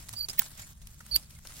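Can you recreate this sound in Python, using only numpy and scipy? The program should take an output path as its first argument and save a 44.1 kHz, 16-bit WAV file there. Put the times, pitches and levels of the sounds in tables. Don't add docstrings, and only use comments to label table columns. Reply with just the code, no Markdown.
import sys
import numpy as np
from scipy import signal
from scipy.fft import rfft, irfft
from scipy.io import wavfile
from scipy.ndimage import uniform_filter1d

SR = 44100
rng = np.random.default_rng(int(sys.argv[2]) if len(sys.argv) > 2 else 0)


def waveform_to_disk(signal):
    frames = np.transpose(np.atleast_2d(signal))
    scaled = np.clip(frames, -1, 1) * 32767
    samples = np.round(scaled).astype(np.int16)
    wavfile.write(sys.argv[1], SR, samples)


def voltage_ratio(decibels):
    exponent = np.asarray(decibels, float) / 20
    return 10 ** exponent


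N = 70560
T = np.arange(N) / SR

# frequency_hz, relative level_db
RUMBLE_SPECTRUM = [(12, 5), (20, -8), (43, -4.5), (119, -6.5), (177, -11), (193, -20.5), (222, -12.5),
                   (256, -38), (302, -37), (420, -32.5), (550, -48), (920, -120)]
# centre_s, length_ms, frequency_hz, peak level_db, left_minus_right_db
WIND_PUFFS = [(.025, 60, 45, -50, 3), (.13, 50, 112, -49, 0), (.59, 30, 100, -50, 0), (.83, 40, 55, -48, 3),
              (.86, 40, 45, -48, 3), (.98, 30, 150, -52, 0), (1.148, 45, 52, -38, 4)]
# time_s, relative level_db
RUSTLE_LEVEL = [(0, -52), (.05, -56), (.1, -57), (.17, -54.5), (.245, -60), (.262, -58.5), (0.281, -67),
                (.3, -50.5), (0.366, -58.5), (0.409, -47.5), (.49, -58), (.56, -59), (.6, -50.5),
                (.628, -54), (.655, -59), (.7, -56), (.725, -64), (.74, -71), (.79, -65.5), (.825, -64),
                (.85, -63.5), (.91, -61.5), (.94, -65), (1.05, -60.5), (1.14, -55), (1.18, -54),
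                (1.235, -59.5), (1.254, -64.5), (1.32, -59.5), (1.42, -66), (1.478, -53.5), (1.55, -55),
                (1.6, -50)]
# frequency_hz, relative level_db
RUSTLE_SPECTRUM = [(150, -14), (250, 2), (437, -10.5), (642, -2.5), (700, -6), (1380, -2.5), (3030, -5.5),
                   (7520, -2), (14100, -7.5), (16200, -7)]
# start_s, relative level_db, length_ms, relative body_db,
# left_minus_right_db, left_late_ms
TWIG_CRACKS = [(.086, -46, 4.9, -10, -6, 0.012), (0.0911, -32, 2.04, -41, 1, 0.014),
               (0.1276, -42.5, 6.1, -9, -4, 0.21), (0.135, -40, 8.3, 1, -2, 0.19),
               (.285, -34.5, 7.5, -11, -4, 0.24), (0.2956, -38.5, 5.9, -7, -3, .15),
               (.301, -46, 6.7, -5, -5.5, 0.18), (.3316, -41.5, 5.8, -23, -1, 0.046),
               (.3945, -22.5, 2.36, -5.5, -4.5, 0.338), (0.4181, -38, 5.6, -9, -4, -0.014),
               (.454, -49, 6.6, -11, -1, -0.03), (.460, -50.5, 8, 0, 0, 0.0037),
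               (0.5744, -48.5, 8.6, -9, -8.5, 0.054), (0.5942, -46.5, 9.6, -3, -5, 0.3),
               (.618, -47.5, 9.4, -7, -2, 0.205), (.816, -53.5, 12, -9, -3, 0.2),
               (0.8706, -43.5, 4.1, -34, -2.5, 0.18), (1.005, -50, 7.9, 1, -1.5, 0.12),
               (1.0635, -47.5, 4.4, -4, -1, .05), (1.159, -29.5, 7.5, -18.5, -6, 0.22),
               (1.176, -53, 2.6, 2, 12, 0.23), (1.3053, -51, 5.4, -15, 5, -0.0058),
               (1.3494, -57.5, 11, -20, -6, 0.09), (1.3875, -53.5, 4.8, -3.5, 2, 0.0097),
               (1.4504, -52.5, 9.4, 3.5, 6, 0.045), (1.4711, -39.5, 2.7, -21, 7.5, -0.21),
               (1.505, -54.5, 8, -0.5, 2, 0), (1.5662, -51, 6, -21, -12, 0), (1.581, -53, 4.6, -10, -10, 0)]
# time_s, pitch_hz, then the rms level_db of partials 1, 2 and 3
LONG_SQUEAL = [(.15, 4550, -62, -80, -80), (.158, 4600, -48, -72, -72), (.166, 4600, -39, -66, -62),
               (.175, 4680, -36, -58, -54), (.184, 4830, -35, -46, -45), (.194, 4710, -36, -47, -48),
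               (.202, 4590, -36, -54, -56), (.207, 4450, -31, -56, -44), (.212, 4480, -27, -57, -44),
               (.216, 4570, -33, -60, -56), (.226, 4650, -34, -56, -48), (.238, 4610, -36, -58, -51),
               (.243, 4570, -33, -54, -53), (.2465, 4600, -28, -52, -49), (.25, 4590, -37, -53, -52),
               (.258, 4620, -50, -64, -66), (.264, 4600, -62, -80, -80)]
SHORT_SQUEAL = [(.294, 5000, -55, -70, -66), (.297, 4940, -37, -62, -56), (.301, 4900, -33, -62, -51),
                (.305, 5010, -36, -64, -44), (.309, 5130, -44, -70, -62), (.316, 5150, -51, -75, -70),
                (.322, 5100, -62, -80, -75)]
# time_s, pitch_hz, level_db of partial 1, level_db of partial 2
CUT_SQUEAL = [(1.1105, 4400, -62, -75), (1.113, 4470, -35, -63), (1.12, 4530, -31, -48),
              (1.128, 4640, -28, -45), (1.136, 4540, -30, -46), (1.143, 4500, -27, -48),
              (1.147, 4400, -23, -52), (1.153, 4420, -26, -60), (1.158, 4460, -23, -54),
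              (1.161, 4700, -18, -37), (1.163, 4710, -13, -31), (1.165, 4680, -18, -31),
              (1.167, 4760, -30, -47), (1.171, 4850, -35, -56), (1.176, 4800, -47, -62),
              (1.185, 4900, -60, -75)]
# time_s, pitch_hz, rms level_db at the right microphone
HIGH_SQUEAL = [(.374, 15500, -59), (.379, 15600, -41), (.384, 15550, -33), (.388, 15480, -24),
               (.3902, 15500, -27), (.392, 15500, -11), (.3934, 15480, -3.5), (.39395, 15200, -6),
               (.3943, 14800, -24), (.3955, 15500, -27), (.397, 15500, -22), (.4, 15560, -31),
               (.403, 15570, -48), (.407, 15430, -47), (.416, 15380, -50), (.42, 15380, -62)]
FAINT_SQUEAL = [(0.606, 7190.0, -61), (0.612, 7360.0, -65), (0.62, 7200, -42.5), (0.624, 7030, -55),
                (0.627, 7060, -59), (0.636, 7160, -59), (0.64, 7100, -57), (0.646, 6950, -50.5),
                (0.656, 7000, -64), (0.662, 7200, -73)]
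BLADE_SQUEAL = [(1.111, 13210, -67), (1.115, 13240, -44), (1.12, 13290, -56), (1.134, 13640, -55),
                (1.143, 13390, -41), (1.147, 13210, -28), (1.153, 13250, -27), (1.159, 13300, -22),
                (1.162, 13120, -20), (1.1645, 13120, -17), (1.167, 13170, -36), (1.172, 13160, -44),
                (1.177, 13390, -61), (1.185, 13100, -55), (1.19, 13310, -63)]
# left_minus_right_db, left_late_ms
SQUEAL_POSITIONS = [(-7.5, .283), (-9, .305), (-9.5, .27), (-13, .26), (-1.5, .17), (-8, .28)]
# start_s, frequency_hz, rms level_db at onset, t60_ms
DULL_KNOCKS = [(.287, 394, -52, 73), (.297, 163, -48, 72), (.393, 199, -42.5, 56), (.394, 450, -44, 23.3),
               (.395, 687, -40.5, 29), (1.159, 364, -54.5, 93)]
# time_s, rms level_db
CREAK_LEVEL = [(.377, -60), (.381, -45), (.386, -37), (.391, -38), (.394, -31), (.396, -27), (.399, -39),
               (.404, -51)]
# frequency_hz, width_hz of the narrower of two resonators, relative level_db
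BRANCH_MODES = [(1850, 200, 0), (2200, 200, 0), (3300, 600, -4), (4100, 500, 0), (5200, 500, -6),
                (7400, 600, -8)]
# centre_s, frequency_hz, peak level_db at the right (as rms), length_ms
TWIG_PINGS = [(.635, 2220, -56, 12), (1.262, 4500, -59, 12), (1.367, 2150, -60, 10), (1.507, 1300, -57, 8)]


def unit(x):
    return x / np.sqrt(np.mean(x ** 2) + 1e-30)


def colour(x, table):
    hz, db = np.array(table, float).T
    f = np.maximum(np.arange(N // 2 + 1) * SR / N, 1)
    gain_db = np.interp(np.log(f), np.log(hz), db, left=-70, right=-70)
    return irfft(rfft(x) * voltage_ratio(gain_db), N)


def band(x, hz, width_hz):
    return signal.lfilter(*signal.iirpeak(hz, hz / width_hz, fs=SR), x)


def place(x, pan_db, late_ms):
    n = len(x)
    f = np.arange(n // 2 + 1) / n * SR
    late = irfft(rfft(x) * np.exp(-2j * np.pi * f * late_ms / 1000), n)
    return np.array([late * voltage_ratio(pan_db), x])


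def walk(rate):
    size = max(int(SR / rate), 1)
    once = uniform_filter1d(rng.standard_normal(N), size, mode="wrap")
    return unit(uniform_filter1d(once, size, mode="wrap"))


def clicks(n, per_s, scatter_db):
    chance, sign, size = rng.random((3, n))
    return (chance < per_s / SR) * np.sign(sign - .5) * voltage_ratio(-scatter_db * np.log(size + 1e-4))


def rumble():
    mid, side = unit(colour(rng.standard_normal((2, N)), RUMBLE_SPECTRUM))
    halves = np.array([[.5], [-.5]])
    stereo = mid + voltage_ratio(-13.5) * side * np.array([[1], [-1]])
    return voltage_ratio(-52.5) * stereo * voltage_ratio(halves * -0.5)


def puffs():
    halves = np.array([[.5], [-.5]])
    out = 0
    for s, ms, hz, db, pan_db in WIND_PUFFS:
        phase = 2 * np.pi * hz * (T - s) + rng.random() * 2 * np.pi
        puff = np.exp(-((T - s) * 2000 / ms) ** 2) * np.sin(phase)
        out = out + np.sqrt(2) * puff * voltage_ratio(db + halves * pan_db)
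    return out


def patchy(x):
    edges = 250 * 2 ** np.arange(0, 6.6, .5)
    spec, f = rfft(x), np.arange(N // 2 + 1) * SR / N
    out = 0
    for lo, hi in zip([0, *edges[:-1]], edges):
        swell = voltage_ratio(1.5 * walk(36))
        out = out + swell * irfft(spec * ((f >= lo) & (f < hi)), N)
    return out


def leaves():
    grains_per_s, grain_scatter_db = 8000, 2.8
    grain_flicker_db, hiss_flicker_db, hiss_db = 3.6, 1.8, -2.5
    crisp = 0
    for late_ms, hz in ((-.25, 9000), (-.05, 2940), (.08, 12100), (.2, 5800), (.3, 1500)):
        flicker = voltage_ratio(grain_flicker_db * walk(61))
        grains = flicker * unit(clicks(N, grains_per_s / 5, grain_scatter_db))
        crisp = crisp + place(0.94 * grains + band(grains, hz, hz), -6 * late_ms, late_ms)
    noise = rng.standard_normal((3, N))
    low = signal.lfilter(*signal.butter(1, 900, fs=SR), noise)
    hiss = voltage_ratio(hiss_db + hiss_flicker_db * walk(75)) * (noise[:2] - low[:2] + low[2])
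    rustle = unit(patchy(colour(unit(crisp) + hiss, RUSTLE_SPECTRUM)))
    s, db = np.array(RUSTLE_LEVEL, float).T
    return rustle * voltage_ratio(np.interp(T, s, db) + 4.5)


def crack_spray(shape):
    n = len(shape)
    burst = clicks(n, 12000, 2.5) + 0.24 * rng.standard_normal(n)
    return shape * unit(burst)


def cracks():
    n, lead_s, body_hz, lumps_db = 2048, .002, 1500, 3.5
    out = np.zeros((2, N + n))
    t = np.arange(n) / SR - lead_s

    def bright(x):
        return band(x, 6200, 8200)

    for s, db, ms, body_db, pan_db, late_ms in TWIG_CRACKS:
        shape = np.clip(t / 0.00046, 0, 1) / (1 + (np.maximum(t, 0) * 1000 / ms) ** 3)
        spray = crack_spray(shape)
        body = band(band(spray, body_hz, 2400), body_hz, 3000)
        shared = place(bright(spray) + voltage_ratio(body_db + 6) * body, pan_db, late_ms)
        separate = np.array([bright(crack_spray(shape)) * voltage_ratio(pan_db), bright(crack_spray(shape))])
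        pair = shared + 1.31 * separate
        lumps = np.interp(np.arange(n // 2 + 1), np.linspace(0, n // 2, num=18), rng.standard_normal(18))
        i = int((s - lead_s) * SR)
        out[:, i:i + n] += voltage_ratio(db - pan_db / 2) * irfft(rfft(pair) * voltage_ratio(lumps_db * lumps), n)
    return out[:, :N]


def squeals():
    tables = [LONG_SQUEAL, SHORT_SQUEAL, CUT_SQUEAL, HIGH_SQUEAL, FAINT_SQUEAL, BLADE_SQUEAL]
    out = 0
    for rows, position in zip(tables, SQUEAL_POSITIONS):
        s, pitch_hz, *levels = np.array(rows, float).T
        hz = np.interp(T, s, pitch_hz) * (1 + .004 * walk(310))
        phase = 2 * np.pi * np.cumsum(hz) / SR
        tone = 0
        for partial, db in enumerate(levels, start=1):
            flutter_db = .8 * (partial + 2) * walk(560)
            level_db = np.interp(T, s, db, left=-150, right=-150) + flutter_db
            tone = tone + np.sqrt(2) * voltage_ratio(level_db) * np.sin(partial * phase)
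        out = out + place(tone, *position)
    return out


def knocks():
    out = 0
    for s, hz, db, t60_ms in DULL_KNOCKS:
        t = np.maximum(T - s, 0)
        out = out + np.sqrt(2) * voltage_ratio(db - 60000 * t / t60_ms) * np.sin(2 * np.pi * hz * t)
    return place(out, 0, 0.44)


def creak():
    tear = clicks(N, 9000, 1.5)
    ring = 0
    for hz, width_hz, db in BRANCH_MODES:
        mode = band(band(tear, hz, width_hz), hz, width_hz * 2)
        ring = ring + voltage_ratio(db) * unit(mode)
    s, db = np.array(CREAK_LEVEL).T
    level = voltage_ratio(np.interp(T, s, db, left=-150, right=-150))
    return place(level * unit(ring), 0, .35)


def pings():
    out = 0
    for s, hz, db, ms in TWIG_PINGS:
        envelope = np.exp(-((T - s) * 2000 / ms) ** 2)
        tone = np.sqrt(2) * voltage_ratio(db) * envelope * np.sin(2 * np.pi * hz * T)
        out = out + place(tone, -0.9, 0.068)
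    return out


def scatter(near):
    t60_s, t = .1, T[:8000]
    tail = rng.standard_normal((2, len(t))) * 1000. ** (-t / t60_s) * (t > .002)
    tail = tail / np.sqrt(np.sum(tail ** 2, axis=1, keepdims=True))
    return voltage_ratio(-30) * signal.fftconvolve(near[1:], tail, axes=1)[:, :N]


def scene():
    near = cracks() + squeals() + knocks() + creak() + pings()
    return near + scatter(near) + leaves() + rumble() + puffs()


def top_cut(x):
    return signal.sosfilt(signal.butter(12, 16960, fs=SR, output="sos"), x)


def record(dry):
    low_pass = signal.ellip(8, .2, 30, 16000, fs=SR, output="sos")
    mix = signal.sosfiltfilt(low_pass, dry)
    return top_cut(mix)


dry = scene()
out = record(dry)
waveform_to_disk(out)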